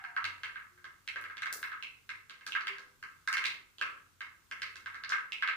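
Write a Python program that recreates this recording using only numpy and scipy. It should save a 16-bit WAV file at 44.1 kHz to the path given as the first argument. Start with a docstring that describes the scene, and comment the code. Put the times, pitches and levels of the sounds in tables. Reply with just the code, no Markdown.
"""A small, hard-walled kitchen: seeds burst in hot oil in a clay pot on a gas stove, heard close up.
Each burst frees one or two resonant steam bubbles, each with a noisy crack, coloured by the pot and room.
The harder the crack, the brighter it is; twice the oil spits with a sharp hiss, and a few bursts knock the pot.
Underneath lie random sizzle ticks, the burner's filtered-noise rush, a wavering sine hum and soft, far tones."""
import sys
import numpy as np
from scipy import signal
from scipy.fft import rfft, irfft, next_fast_len
from scipy.io import wavfile
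from scipy.ndimage import uniform_filter1d, map_coordinates

SR = 44100
rng = np.random.default_rng(int(sys.argv[2]) if len(sys.argv) > 2 else 0)


def wav_out(sig):
    """Save sig, one row per channel (or a flat mono array), as 16-bit PCM at SR to the path in sys.argv[1]."""
    wavfile.write(sys.argv[1], SR, np.round(np.clip(np.atleast_2d(sig).T, -1, 1) * 32767).astype(np.int16))


N = 245195

# soft far tones: (start [s], length [s], pitch [Hz], level [dB])
FAR_TONES = [(-.1, 0.11, 775, -56.5), (-.06, 0.34, 724, -67.5), (-.04, 0.33, 940, -62),
             (.68, 0.21, 353.8, -77), (2.63, 0.079, 390.5, -59.5), (2.68, 0.13, 506, -75)]
# steam bubbles of bursting seeds, before the trim in pops; one burst may free two, a few ms apart:
# (time [s], bubble level [dB], bubble pitch [Hz], crack level at 4 kHz [dB])
SEED_BUBBLES = [(-.03, -4.5, 1620, -39), (.039, -0.5, 1620, -30.5), (0.1639, 10.5, 1513, -23),
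                (.242, 3.5, 2100, -14), (.433, 3, 1830, -19.5), (.436, -4.5, 2870, -42),
                (.557, -0.5, 1640, -46), (.7754, -18, 1590, -50), (.842, -6, 1620, -27),
                (1.076, 2, 2240, -17), (1.158, 3.5, 1690, -27), (1.239, -2, 1740, -32),
                (1.298, -4.5, 1570, -35), (1.369, -4.5, 2120, -23), (1.42, 5.5, 1810, -16.5),
                (1.457, 4.5, 1700, -20), (1.628, 5.5, 1720, -19.5), (1.718, 1.5, 1530, -30),
                (1.8247, 3.5, 2525, -21.5), (2.091, -0.5, 1880, -20.5), (2.296, -9, 2050, -23),
                (2.409, -14, 1800, -38), (2.4643, -2.5, 1650, -11.5), (2.5208, 4.5, 2750, -21),
                (2.5499, 10.5, 1680, -23), (2.609, -14.5, 4350, -27), (2.67, 6, 2000, -17),
                (2.783, -9, 1550, -23), (3.0262, -2.5, 1630, -25), (3.2743, 10.5, 1630, -10.5),
                (3.3274, 8.5, 1900, -7.5), (3.369, 10, 1840, -13), (3.44, 8.5, 2310, -15.5),
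                (3.4553, 3.5, 2210, -9.5), (3.455, 2.5, 3770, -32), (3.783, -11.5, 3200, -24.5),
                (3.8115, 9, 1520, -18.5), (3.8125, 5, 2560, -18), (4.206, -0.5, 1830, -23),
                (4.512, -0.5, 1840, -19), (4.6183, 3, 1910, -15.5), (4.6202, -7.5, 4270, -49),
                (4.756, -11, 1740, -19.5), (4.859, 0.7, 1660, -25), (4.944, -2.5, 1660, -27),
                (5.036, -0.5, 1800, -29), (5.037, -10.5, 4340, -40), (5.093, -5.5, 6050, -14.5),
                (5.098, 2.5, 1520, -43), (5.1202, 13.5, 1615, -17.5), (5.3204, 6.5, 2600, -18),
                (5.423, 12, 1720, -22), (5.475, 9.5, 1850, -18.5), (5.486, 2.5, 1960, -36)]
# water flashing to steam in the oil, same trim: (time [s], bubble level [dB], bubble pitch [Hz], hiss at 4 kHz [dB])
OIL_SPITS = [(1.212, -17, 1650, -37.5), (1.526, -8.5, 1540, -14)]
# sharpness of a bubble's resonance by its pitch: (pitch [Hz], Q [-])
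BUBBLE_SHARPNESS = [(1500, 1.945), (2100, 1.207), (2600, 3.1), (4700, 2.3)]
# colour of the clay bowl: (frequency [Hz], gain [dB])
POT_COLOUR = [(150, -6.5), (400, -6), (750, -13), (1080, -3.5), (1300, 0), (1430, -6), (1590, 2.5),
              (1850, -7.7), (2130, -1), (2420, -12), (2700, 1), (4400, 6), (7000, -4), (15000, -21)]
# delay of each frequency within a burst: (frequency [Hz], delay [s])
BURST_DELAY = [(300, 0.0013), (1500, 0.00186), (3000, 0.00068), (5000, 0.00093), (9000, 0.0001)]
# narrow resonances of pot and stove that stand out in the echoes: (frequency [Hz], gain [dB])
ECHO_RESONANCES = [(947, 4.1), (979, 5.9), (1071, 7.0), (1173, 5.9), (1232, 4.7), (1286, 6.3), (1324, 6.6),
                   (1480, 4.0), (1588, 5.0), (1625, 5.2), (1781, 3.7), (1884, 4.0), (1959, 4.3),
                   (2077, 4.1), (2121, 5.2), (2158, 5.5), (2390, 3.9), (2605, 4.8), (2686, 6.0),
                   (2896, 4.0), (2939, 3.7), (3063, 4.0), (3186, 4.3), (3219, 5.1)]
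# first wall reflections: (delay [s], level [dB])
WALL_REFLECTIONS = [(.0105, -4.5), (0.0122, -23.5), (0.0173, -54)]
# time the kitchen's echoes take to fall 60 dB: (frequency [Hz], decay time [s])
KITCHEN_DECAY = [(200, 0.88), (600, 0.59), (1500, 0.43), (3700, 0.34), (9500, 0.28), (15000, 0.34)]
# relative spectrum of the burner's rush: (frequency [Hz], density [dB per Hz])
BURNER_COLOUR = [(15, -32), (25, -0.5), (101, 1), (164, -4), (399, -12), (703, -17.5), (1450, -6),
                 (1570, -11.5), (2420, -13.5), (5280, -16), (6920, -15.5), (15500, -22.5)]
# the hum's level before its trim and wavering: (time [s], level [dB])
HUM_CONTOUR = [(0.0, -85), (0.15, -88), (0.26, -65.5), (0.4, -76.5), (1.98, -79), (2.2, -72), (2.26, -86),
               (4.91, -75.5), (5.39, -93), (5.56, -78)]
# dull knocks of the pot under a few bursts: (time [s], level [dB])
POT_KNOCKS = [(1.158, -18.5), (1.526, -18.5), (3.812, -17)]
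# treble and bass balance of the two ports: (frequency [Hz], left minus right [dB])
PORT_BALANCE = [(100, 1.5), (400, 0.5), (1300, 0), (2400, -2.5), (4400, -4), (6500, -5.5), (8500, 6),
                (15000, 11)]

HZ = np.fft.rfftfreq(4096, 1 / SR)  # frequency grid for short impulses
TOP_HZ = 15550  # band limit
TOCK_HZ, TOCK_Q, TOCK_DB = 1590, 8, 8  # air resonance of the bowl
BUBBLE_REACH = 2.85  # a bubble starts softly: little sound above this multiple of its pitch
TYPICAL_CRACK_DB, CRACK_TILT_DB = -22, -0.46  # a typical crack and its slope [dB per octave]
BRIGHTEN = 0.18  # slope gained [dB per octave] for each dB of a harder crack
SPIT_TILT_DB = 14.5  # slope of a spit's hiss [dB per octave]
BURNER_MID_DB = -71.5  # rms of what both sides of the rush share
HUM_HZ, HUM_TRIM_DB, HUM_SWING_DB, HUM_KNOTS_PER_S = 93.3, -0.5, 3, 7
KNOCK_HZ, KNOCK_Q = 464, 0.87


def amp(db):
    """Decibels to gain."""
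    return 10 ** (np.asarray(db) / 20)


def unit(x):
    """Scale a signal to rms 1."""
    return x / np.sqrt(np.mean(x ** 2) + 1e-20)


def along(points, hz):
    """Read a (frequency [Hz], value) curve on a log frequency axis."""
    f, v = np.transpose(points)
    return np.interp(np.log(hz + 1), np.log(f + 1), v)


def wobble(rate):
    """A smooth random curve with this many knots a second."""
    knots = rng.standard_normal(int(N * rate / SR) + 4)
    return map_coordinates(knots, [np.arange(N) * rate / SR])


def filtered(x, response):
    """Shape a sound with a gain that depends on frequency."""
    n = x.shape[-1]
    m = next_fast_len(n + 8192)
    spectrum = rfft(x, m) * response(np.fft.rfftfreq(m, 1 / SR))
    return irfft(spectrum, m)[..., :n]


def impulse(gain):
    """The minimum-phase impulse with these gains on the HZ grid: energy comes as early as it can."""
    cepstrum = irfft(np.log(np.maximum(gain, 1e-6)))
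    half = len(cepstrum) // 2
    cepstrum[1:half] *= 2
    cepstrum[half + 1:] = 0
    return irfft(np.exp(rfft(cepstrum)))


def bell(hz, q):
    """A resonance peak of height 1 on the HZ grid."""
    return 1 / (1 + q ** 2 * ((HZ + 1) / hz - hz / (HZ + 1)) ** 2)


def add(track, s, sound):
    """Mix a sound into a track at time s."""
    start = round(s * SR)
    part = sound[..., max(-start, 0):max(N - start, 0)]
    track[..., max(start, 0):max(start, 0) + part.shape[-1]] += part


def echo_noise(alike, grain_db=2):
    """Dense, lumpy stereo echoes: more alike in the bass, with peaks at the pot and stove resonances."""
    noise = rng.standard_normal((2, SR * 3 // 5))
    lumps = unit(uniform_filter1d(rng.standard_normal(noise.shape[1]), size=90))
    noise = unit(noise * amp(grain_db * lumps))

    def colour(hz):
        width_hz = 10
        peaks = sum((amp(db) - 1) * np.exp(-((hz - f) / width_hz) ** 2) for f, db in ECHO_RESONANCES)
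        tint_db = along([(800, 8.5), (1000, 8), (1600, 7.0), (2120, 9.0), (2450, 14),
                         (2690, 6), (3000, 1), (3500, 0)], hz)
        likeness = along([(300, 0.8), (900, alike), (3000, 0)], hz)
        turn = np.arccos(np.clip(likeness, 0, 1)) / 2  # shares power between mid and side
        return amp(tint_db) * (1 + peaks) * np.array([np.cos(turn), np.sin(turn)])

    mid, side = filtered(noise, colour)
    return np.array([mid + side, mid - side])


def room(echoes, direct):
    """Path to the two ports: direct sound, first walls, then echoes that mostly die faster in the treble."""
    hz, t, z = signal.stft(echoes, SR, nperseg=256)
    t60 = along(KITCHEN_DECAY, hz)[:, None]
    even_energy = np.sqrt(2 * np.log(1000) / (t60 * SR))  # a long decay starts lower
    decay = amp(-60 * t / t60) * even_energy
    path = signal.istft(z * decay, SR, nperseg=256)[1]
    build_s = .004  # echoes take a few ms to gather
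    path *= 1 - np.exp(-(np.arange(path.shape[1]) / SR / build_s) ** 2)
    lag = rng.integers(2, 6)  # the right port lies a few samples farther away
    path[0, :len(direct)] += direct
    path[1, lag:lag + len(direct)] += direct
    dull = np.array([.25, .5, .25])  # a wall sends back less treble than it receives
    for delay, db in WALL_REFLECTIONS:
        at = np.round((delay + rng.uniform(0, .0005, (2, 1))) * SR).astype(int)
        path[[[0], [1]], at + np.arange(len(dull))] += amp(db) * dull
    return path


def far_tones():
    """Brief sines whose pitch wavers slightly, blurred by the room."""
    out = np.zeros((2, N))
    waver = .017  # share of the pitch
    for s, length, hz, db in FAR_TONES:
        n = round(length * SR)
        pitch = hz * (1 + waver * wobble(23.4)[:n])
        tone = np.sin(2 * np.pi * np.cumsum(pitch) / SR) * signal.windows.tukey(n, .5)
        heard = signal.fftconvolve(tone[None], room(echo_noise(alike=0.51), amp([-4])), axes=1)
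        loudness = np.sqrt(np.sum(heard ** 2) / (2 * n))
        add(out, s, amp(db) * heard / loudness)
    return out


def crack_tilt(crack_db):
    """The harder a husk cracks, the brighter it sounds [dB per octave]."""
    return CRACK_TILT_DB + BRIGHTEN * (crack_db - TYPICAL_CRACK_DB)


def late(delay):
    """Phase that lets each frequency leave at its own moment [s]."""
    return np.exp(-2j * np.pi * np.cumsum(delay) * HZ[1])


def bubble_and_crack(bubble_db, bubble_hz, q, crack_db, tilt):
    """One steam bubble rings briefly, with a crack smeared over a millisecond or two; the bowl colours both."""
    soft_start = 1 + (HZ / (BUBBLE_REACH * bubble_hz)) ** 4
    bubble = rfft(impulse(amp(bubble_db) * bell(bubble_hz, q) / soft_start))
    octaves = np.log2(np.clip(HZ, 350, TOP_HZ) / 4000)
    crack = rfft(impulse(amp(crack_db + tilt * octaves)))
    # random delays smear the crack
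    tear = .0012 * np.abs(unit(uniform_filter1d(rng.standard_normal(len(HZ)), size=120)))
    radiation = HZ ** 2 / (HZ ** 2 + 160 ** 2)  # so small a source gives no deep bass
    bowl = rfft(impulse(radiation * amp(along(POT_COLOUR, HZ))))
    return irfft((bubble + crack * late(tear)) * bowl * late(along(BURST_DELAY, HZ)))


def pops(level_db=-1):
    """Bubbles of bursting seeds and spits: only part of the echo pattern repeats from one to the next."""
    out, common = np.zeros((2, N)), echo_noise(alike=0.25)
    direct_db, own = -2.3, .6  # own: share of echo power that is new to each bubble
    # the bowl beams its air resonance upward: a tock
    direct = impulse(amp(direct_db + TOCK_DB * bell(TOCK_HZ, TOCK_Q)))
    bubbles = [(*row, crack_tilt(row[-1])) for row in SEED_BUBBLES]
    bubbles += [(*row, SPIT_TILT_DB) for row in OIL_SPITS]
    for s, bubble_db, hz, crack_db, tilt in bubbles:
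        echoes = np.sqrt(1 - own) * common + np.sqrt(own) * echo_noise(alike=0.1)
        sound = bubble_and_crack(bubble_db, hz, along(BUBBLE_SHARPNESS, hz), crack_db, tilt)
        add(out, s, signal.fftconvolve(sound[None], room(echoes, direct), axes=1))
    return amp(level_db) * out


def burner():
    """The gas rush: wide stereo noise with a fixed colour and a slightly wandering level."""
    mid, side = filtered(rng.standard_normal((2, N)), lambda hz: amp(along(BURNER_COLOUR, hz)))
    side = filtered(side, lambda hz: amp(along([(250, -1.8), (1200, -2), (4000, -0.5)], hz)))
    flicker_db = .7 * wobble(5)
    return np.array([mid + side, mid - side]) / np.std(mid) * amp(BURNER_MID_DB + flicker_db)


def hum():
    """The kitchen's low hum: one sine, unsteady in pitch and level, the same on both sides."""
    phase = 2 * np.pi * np.cumsum(HUM_HZ + 3.5 * wobble(20)) / SR
    contour_db = np.interp(np.arange(N) / SR, *np.transpose(HUM_CONTOUR))
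    level_db = HUM_TRIM_DB + contour_db + HUM_SWING_DB * wobble(HUM_KNOTS_PER_S)
    return amp(level_db) * unit(np.sin(phase))


def sizzle(ticks_per_s=160, level_db=-79):
    """Tiny bubbles tick at random in the foam around the seeds."""
    chance, size = rng.random(N), np.minimum(rng.exponential(size=N), 4)
    spread_db = 2.5  # per unit of size
    ticks = (chance < ticks_per_s / SR) * amp(spread_db * size)
    colour = [(200, -29), (650, -6), (1500, -21), (4000, -39), (15000, 43)]
    ticks = filtered(ticks, lambda hz: amp(along(colour, hz)))
    path = room(echo_noise(alike=0.064), amp([-6]))
    heard = signal.fftconvolve(ticks[None], path, axes=1)[:, :N]
    return amp(level_db) * unit(heard)


def knocks():
    """A burst right on the clay also gives the pot a short, low push."""
    out = np.zeros((2, N))
    for s, db in POT_KNOCKS:
        push = impulse(amp(db) * bell(KNOCK_HZ, KNOCK_Q))
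        add(out, s, signal.fftconvolve(push[None], room(echo_noise(alike=0.43), amp([0])), axes=1))
    return out


def scene():
    """Everything that reaches the two ports."""
    return far_tones() + pops() + burner() + hum() + sizzle() + knocks()


def record(dry):
    """The two ports colour the sound differently; nothing passes the band limit."""
    def ports(hz):
        pair = amp(np.array([[.5], [-.5]]) * along(PORT_BALANCE, hz))
        return pair / np.sqrt(np.mean(pair ** 2, axis=0))  # keeps the summed power
    return filtered(dry, lambda hz: ports(hz) * (hz < TOP_HZ))


dry = scene()
out = record(dry)
wav_out(out)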